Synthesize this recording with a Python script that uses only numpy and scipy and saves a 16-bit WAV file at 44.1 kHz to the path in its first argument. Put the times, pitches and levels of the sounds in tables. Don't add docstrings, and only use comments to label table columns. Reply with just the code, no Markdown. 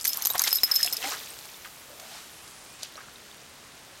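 import sys
import numpy as np
from scipy import signal
from scipy.fft import rfft, irfft
from scipy.io import wavfile

SR = 44100
rng = np.random.default_rng(int(sys.argv[2]) if len(sys.argv) > 2 else 0)


def output_pcm(signal):
    pcm = np.clip(np.atleast_2d(signal).T, -1, 1) * 32767
    wavfile.write(sys.argv[1], SR, np.round(pcm).astype(np.int16))


N = 176400
TIME = np.arange(N) / SR
AGE = TIME[:SR // 4]

# (pitch [Hz], level [dB])
AIR_TONE = [(15, -35), (25, -4), (130, 0.5), (220, -0.5), (1190, -0.8), (3340, -4.5), (9570, -10),
            (14800, -30), (16000, -16)]
# (time [s], level before its top is cut [dB], highest pitch [Hz])
HISS_CURVE = [(0, -49, 15900), (2.05, -53.5, 15300), (2.4, -49.5, 12300), (2.75, -48.5, 9650),
              (2.95, -52, 7400), (4, -75, 7500)]
# (pitch [Hz], level [dB])
HISS_TONE = [(5000, -7.5), (8000, -5), (16000, -1.5)]
# (time [s], level [dB])
SPRAY_CURVE = [(0, -38), (.035, -64), (.06, -40), (.33, -43), (.39, -38.5), (.49, -31.5), (.585, -43),
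               (.82, -36), (.99, -40.5), (1.09, -32.5), (1.14, -37), (1.18, -41.5), (1.35, -46.5),
               (1.8, -54), (4, -56.5)]
# (pitch [Hz], level [dB])
SPRAY_TONE = [(300, -22), (600, -7.5), (1000, -3), (4000, 4), (7000, 1.5), (10000, -3.5), (13000, 0.5),
              (16000, -9)]
# (time [s], low ring [dB], high ring [dB], clack before its boost [dB], ring fade [s])
TAG_HITS = [(.0115, -32, -47, -30, 0.099), (0.0435, -43, -37, -22.5, .03), (0.05, -40, -13, -19, .02),
            (0.0545, -37, -23, -16, 0.018), (.0695, -38, -35, -19, .03), (0.0764, -16.5, -5, -24, 0.057),
            (.0790, -17, -17, -26, 0.069), (.0925, -27, -26, -23, 0.2), (0.132, -44, -23, -20.5, 0.059),
            (.1717, -49, -10.5, -27, 0.024), (0.2218, -44, -12, -21, 0.033), (0.2395, -23, -39, -33, 0.049),
            (.2511, -37, -33, -17, 0.018), (.2561, -29, -3, -15, 0.018), (0.2703, -28, -7, -18, 0.033),
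            (0.302, -40, -13.5, -23, 0.064), (0.3804, -40, -20, -19.5, 0.054), (0.394, -22, -27, -11, 0.02),
            (0.4184, -17, -3.5, -19, 0.021), (0.4383, -22, -16, -15, 0.11), (.4762, -8, -32, -21, 0.0067),
            (0.49, -38, -15, -37, 0.015), (0.5076, -20.5, -46, -27, 0.27), (0.5284, -10.5, -5, -23, 0.051),
            (.5505, -35, -22, -22, .015), (.5558, -13.5, -8.5, -23, 0.065), (.5695, -33, -30, -26, .012),
            (0.572, -35.5, -23, -35, 0.021), (0.6338, -6, -8.5, -21, 0.082), (0.714, -8.5, -15, -38, 0.029),
            (0.7174, -11.5, -13, -27, 0.046), (0.7397, -18.5, -13.5, -44, 0.1),
            (0.7558, -21, -16, -18.5, 0.04), (.7606, -8.5, -17, -19, 0.077), (.7880, -27, -28, -44, 0.21),
            (.809, -19, -24, -27, 0.051), (0.8297, -12.5, -19.5, -16, 0.095), (.8460, -47, -38, -19.5, .05),
            (0.8622, -20.5, -19, -20, 0.11), (.9262, -14.5, -17, -24, 0.065),
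            (.9329, -35, -11.5, -28, 0.044), (.9435, -22, -28, -34, .03), (0.9677, -17.5, -28, -22.5, .03)]
# (pitch [Hz], relative level [dB])
LOW_NOTES = [(5160, -3), (5235, -19), (8980, -21.5)]
# (pitch [Hz], relative level [dB])
HIGH_NOTES = [(12130, -6), (12300, -12), (11150, -22), (15300, -24)]
# (pitch [Hz], level [dB])
CLACK_TONE = [(2000, -17), (4500, 0.5), (6300, 3), (7600, -3), (10500, -1.5), (12300, 0), (16000, -20)]
# (time [s], average level [dB], centre pitch [Hz], rise [s], fade [s])
SLAPS_AND_SPLASHES = [(0.054, -26, 2100, 0.0022, 0.027), (0.169, -41, 1030, 0.0075, 0.31),
                      (0.3, -35.5, 666, 0.0024, 0.077), (0.352, -28, 1090, 0.0057, 0.091),
                      (.356, -35, 3000, 0.0085, 0.071), (0.398, -36, 1460, 0.007, 0.078),
                      (0.418, -34.5, 1040, 0.02, 0.037), (0.465, -32, 1790, 0.0025, 0.12),
                      (0.477, -19, 3800, 0.004, 0.028), (.700, -36.5, 1510, 0.016, 0.2),
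                      (1.043, -30, 1810, 0.0041, 0.049), (1.136, -37, 1260, 0.019, 0.19),
                      (1.649, -38.5, 1800, 0.0014, 0.1), (2.833, -40, 3940, 0.024, 0.23),
                      (2.984, -46.5, 1530, 0.024, 0.27)]
# (time [s], level [dB])
COLLAR_KNOCKS = [(.2562, -23), (0.2708, -20), (0.5281, -22), (0.634, -14.5)]
# (pitch [Hz], level [dB])
KNOCK_TONE, KNOCK_FADE_S = [(30, 0), (1500, 15.5), (2500, 6), (6000, 11)], 0.0067
# (time [s], peak level [dB], starting pitch [Hz], fade [s])
BUBBLE_DROPS = [(0.301, -26.5, 3780, 0.078), (0.354, -23, 730, 0.042), (0.4429, -22.5, 2070, 0.031),
                (0.586, -23, 3870, 0.036), (.804, -26, 1790, .03), (.852, -35, 700, 0.1),
                (0.8758, -18, 2730, 0.011), (.882, -25.5, 3360, 0.021), (0.979, -44, 433, 0.1),
                (1.028, -25, 2700, 0.017), (1.042, -30.5, 765, 0.22), (1.055, -28, 2110, 0.029),
                (1.085, -38, 590, 0.07), (1.302, -35, 8350, 0.047), (1.543, -36, 3600, 0.022),
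                (1.658, -39.5, 1224, 0.046), (2.956, -31.5, 4120, 0.009), (2.957, -42, 610, 0.052),
                (2.970, -36.5, 5670, .016), (2.978, -37.5, 1250, 0.07), (3.005, -37, 1590, 0.032),
                (3.038, -45.5, 1365, .06), (3.085, -40.5, 1390, 0.032), (3.158, -36.5, 3730, .015),
                (3.315, -35.5, 3650, 0.0082)]
# (time [s], level [dB])
PLUNGE_CURVE = [(.92, -47), (.99, -48.5), (1.04, -35.5), (1.09, -38), (1.135, -38), (1.18, -49.5),
                (1.35, -52.5)]
# (pitch [Hz], level [dB])
PLUNGE_TONE = [(120, -32), (300, -1), (480, 2), (780, -0.5), (2500, -5.5), (6000, -4.5), (14000, -48)]
# (time [s], level [dB], fade [s])
SPLAT_DROPS = [(1.389, -34, 0.012), (1.454, -39, 0.035), (1.998, -37, 0.04), (2.477, -43, .04),
               (2.832, -25, 0.017), (3.183, -46, .01), (3.345, -44, .012)]
# (pitch [Hz], level [dB])
SPLAT_TONE = [(200, -17), (600, 8), (2000, 2.5), (4500, 9), (8000, 6), (13000, 0.5), (16000, -16)]
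# (time [s], hiss level [dB], note level [dB], note pitch [Hz])
SWISH_CURVE = [(1.89, -67, -53.5, 540), (2.03, -51.5, -50, 691), (2.16, -44.5, -50.5, 798),
               (2.22, -49, -89, 860), (2.32, -63, -80, 850)]
# (pitch [Hz], level [dB])
SWISH_TONE, NOTE_WIDTH_HZ = [(400, -23), (1200, -2), (4000, 0), (8000, -5), (15000, -27)], 200
# (time [s], length [s], peak level [dB], starting pitch [Hz], final pitch [Hz])
BIRD_CALLS = [(2.368, .095, -57.5, 2460, 3360), (2.658, 0.12, -56, 2390, 2680)]


def from_db(db):
    return np.exp(np.asarray(db) * (np.log(10) / 20))


def rms_one(x):
    return x / np.sqrt(np.mean(x ** 2) + 1e-20)


def in_time(rows):
    s, *columns = np.transpose(rows)
    return [np.interp(TIME, s, c) for c in columns]


def during(rows):
    return (TIME >= rows[0][0]) & (TIME <= rows[-1][0])


def dying(fade_s):
    return from_db(-60 * AGE / fade_s)


def add(out, s, sound):
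    i = int(s * SR)
    piece = sound[max(-i, 0):N - i]
    out[max(i, 0):max(i, 0) + len(piece)] += piece


def coloured(x, tone):
    hz, db = np.transpose(tone)
    log_hz = np.log(np.maximum(np.fft.rfftfreq(len(x), 1 / SR), 1))
    outside = np.abs(log_hz - np.clip(log_hz, np.log(hz[0]), np.log(hz[-1])))
    gain = from_db(np.interp(log_hz, np.log(hz), db)) * np.exp(-2 * outside)
    return rms_one(irfft(rfft(x) * gain, len(x)))


def noise(tone, size=N):
    return coloured(rng.standard_normal(size), tone)


def pings(per_s, cycles, low_hz, high_hz):
    out, pitches = np.zeros(N), np.geomspace(low_hz, high_hz, 24)
    size_db = 3.5 * np.minimum(rng.exponential(1, N), 4)
    clicks = from_db(size_db) * rng.choice([-1, 1], N) * (rng.random(N) < per_s / SR)
    shares = np.cumsum(np.sqrt(pitches)) / np.sqrt(pitches).sum()
    chosen = np.searchsorted(shares, rng.random(N))
    for k, hz in enumerate(pitches):
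        decay, turn = 1000 ** (-hz / (cycles * SR)), 2 * np.pi * hz / SR
        feedback = decay * np.cos(turn)
        ringing = signal.lfilter([1, -feedback], [1, -2 * feedback, decay ** 2],
                                 clicks * (chosen == k) + 1e-18)
        out += np.sqrt(hz) * rms_one(ringing)
    return rms_one(out)


def air(steady_db=-50):
    db, edge_hz = in_time(HISS_CURVE)
    spectrum, hz = rfft(noise(HISS_TONE)), np.fft.rfftfreq(N, 1 / SR)
    hiss = np.zeros(N)
    for low_hz in range(0, 16000, 1000):
        band = irfft(spectrum * (hz // 1000 == low_hz // 1000), N)
        hiss += band * np.clip((edge_hz - low_hz) / 1000, 0, 1)
    return from_db(steady_db) * noise(AIR_TONE) + from_db(db) * hiss


def spray(mist_db=-3.5):
    patter = pings(per_s=2400, cycles=20, low_hz=500, high_hz=15500)
    mist = from_db(mist_db) * rng.standard_normal(N)
    return from_db(in_time(SPRAY_CURVE)[0]) * coloured(patter + mist, SPRAY_TONE)


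def rattle(level_db=-42, end_s=0.94, dying_down_s=0.62):
    shaking = np.clip((end_s - TIME) / dying_down_s, 0, 1)
    return from_db(level_db) * shaking * pings(per_s=300, cycles=39, low_hz=5300, high_hz=14000)


def tags(touches_per_s=300, jolt_db=5.5, ring_db=-4.5, clack_boost_db=6):
    out = np.zeros(N)
    rise = 1 - np.exp(-AGE / 0.00039)
    clang = dying(fade_s=0.0055)
    for s, low_db, high_db, clack_db, fade_s in TAG_HITS:
        sound = from_db(clack_db + clack_boost_db) * clack()
        touch = np.cumsum(rng.random(len(AGE)) < touches_per_s / SR)
        for notes, hit_db, wander_hz in ((LOW_NOTES, low_db, 34.5), (HIGH_NOTES, high_db, 141)):
            jolt = (2 * rng.random(len(AGE)) - 0.5)[touch] * (touch > 0)
            ring = from_db(ring_db + jolt_db * jolt) * dying(fade_s)
            for hz, db in notes:
                pitch = hz + wander_hz * rng.standard_normal(len(AGE))[touch]
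                wave = np.sin(2 * np.pi * (rng.random() + np.cumsum(pitch) / SR))
                sound += from_db(hit_db + db + rng.normal()) * wave * (clang + ring)
        add(out, s, sound * rise)
    return out


def clack(count=28, tail_db=-16.5):
    pitches = np.linspace(2000, 15500, count) + rng.uniform(-250, 250, count)
    gains = from_db(np.interp(pitches, *np.transpose(CLACK_TONE))) * rng.rayleigh(1, count)
    waves = np.sin(2 * np.pi * (pitches[:, None] * AGE[:len(AGE) // 2] + rng.random((count, 1))))
    chord = np.pad(rms_one(gains @ waves), (0, len(AGE) - waves.shape[1]))
    return chord * (dying(fade_s=0.0052) + from_db(tail_db) * dying(fade_s=0.056))


def slaps_and_splashes(width_octaves=0.57, fringe_db=-9.5):
    out, hz = np.zeros(N), np.geomspace(250, 15000, 25)
    froth = pings(per_s=2200, cycles=7.6, low_hz=670, high_hz=12000)
    for s, db, centre_hz, rise_s, fade_s in SLAPS_AND_SPLASHES:
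        swell = np.concatenate([np.exp(-AGE[::-1] / rise_s), dying(fade_s)])
        hump = np.exp(-.5 * (np.log2(hz / centre_hz) / width_octaves) ** 2)
        fringe = from_db(fringe_db) / (1 + hz / (2 * centre_hz))
        tone = np.c_[hz, 20 * np.log10(hump + fringe)]
        piece = np.roll(froth, rng.integers(N))[:len(swell)]
        cluster = swell * coloured(piece, tone)
        cluster *= np.linalg.norm(swell) / np.linalg.norm(cluster)
        add(out, s - AGE[-1], from_db(db) * cluster)
    return out


def knocks():
    out = np.zeros(N)
    for s, db in COLLAR_KNOCKS:
        add(out, s, from_db(db) * noise(KNOCK_TONE, len(AGE)) * dying(KNOCK_FADE_S))
    return out


def drips(pitch_rise_per_s=2):
    out = np.zeros(N)
    for s, db, hz, fade_s in BUBBLE_DROPS:
        bubble = np.sin(2 * np.pi * hz * AGE * (1 + pitch_rise_per_s * AGE / 2))
        add(out, s, from_db(db) * bubble * dying(fade_s))
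    for s, db, fade_s in SPLAT_DROPS:
        add(out, s, from_db(db) * noise(SPLAT_TONE, len(AGE)) * dying(fade_s))
    return out


def plunge():
    level = from_db(in_time(PLUNGE_CURVE)[0]) * during(PLUNGE_CURVE)
    bubbles = pings(per_s=1200, cycles=21, low_hz=280, high_hz=9000)
    return level * coloured(bubbles, PLUNGE_TONE)


def swish():
    hiss_db, note_db, hz = in_time(SWISH_CURVE)
    smoothing = signal.butter(2, NOTE_WIDTH_HZ / 2, fs=SR, output="sos")
    waver = rms_one(signal.sosfilt(smoothing, rng.standard_normal(N)))
    note = from_db(note_db) * waver * np.sin(2 * np.pi * np.cumsum(hz) / SR)
    return during(SWISH_CURVE) * (from_db(hiss_db) * noise(SWISH_TONE) + note)


def bird():
    out = np.zeros(N)
    for s, length_s, db, start_hz, end_hz in BIRD_CALLS:
        progress = np.clip(AGE / length_s, 0, 1)
        swell = np.sqrt(np.abs(np.sin(np.pi * progress)))
        hz = start_hz + (end_hz - start_hz) * progress ** 3
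        add(out, s, from_db(db) * swell * np.sin(2 * np.pi * np.cumsum(hz) / SR))
    return out


def scene():
    collar = tags() + knocks() + rattle()
    water = slaps_and_splashes() + drips() + spray() + plunge() + swish()
    mono = collar + water + bird() + air()
    return np.stack([mono, mono])


def record(dry):
    cutoff_hz = 15900
    return signal.sosfilt(signal.ellip(10, .1, 80, cutoff_hz, fs=SR, output="sos"), dry)


dry = scene()
out = record(dry)
output_pcm(out)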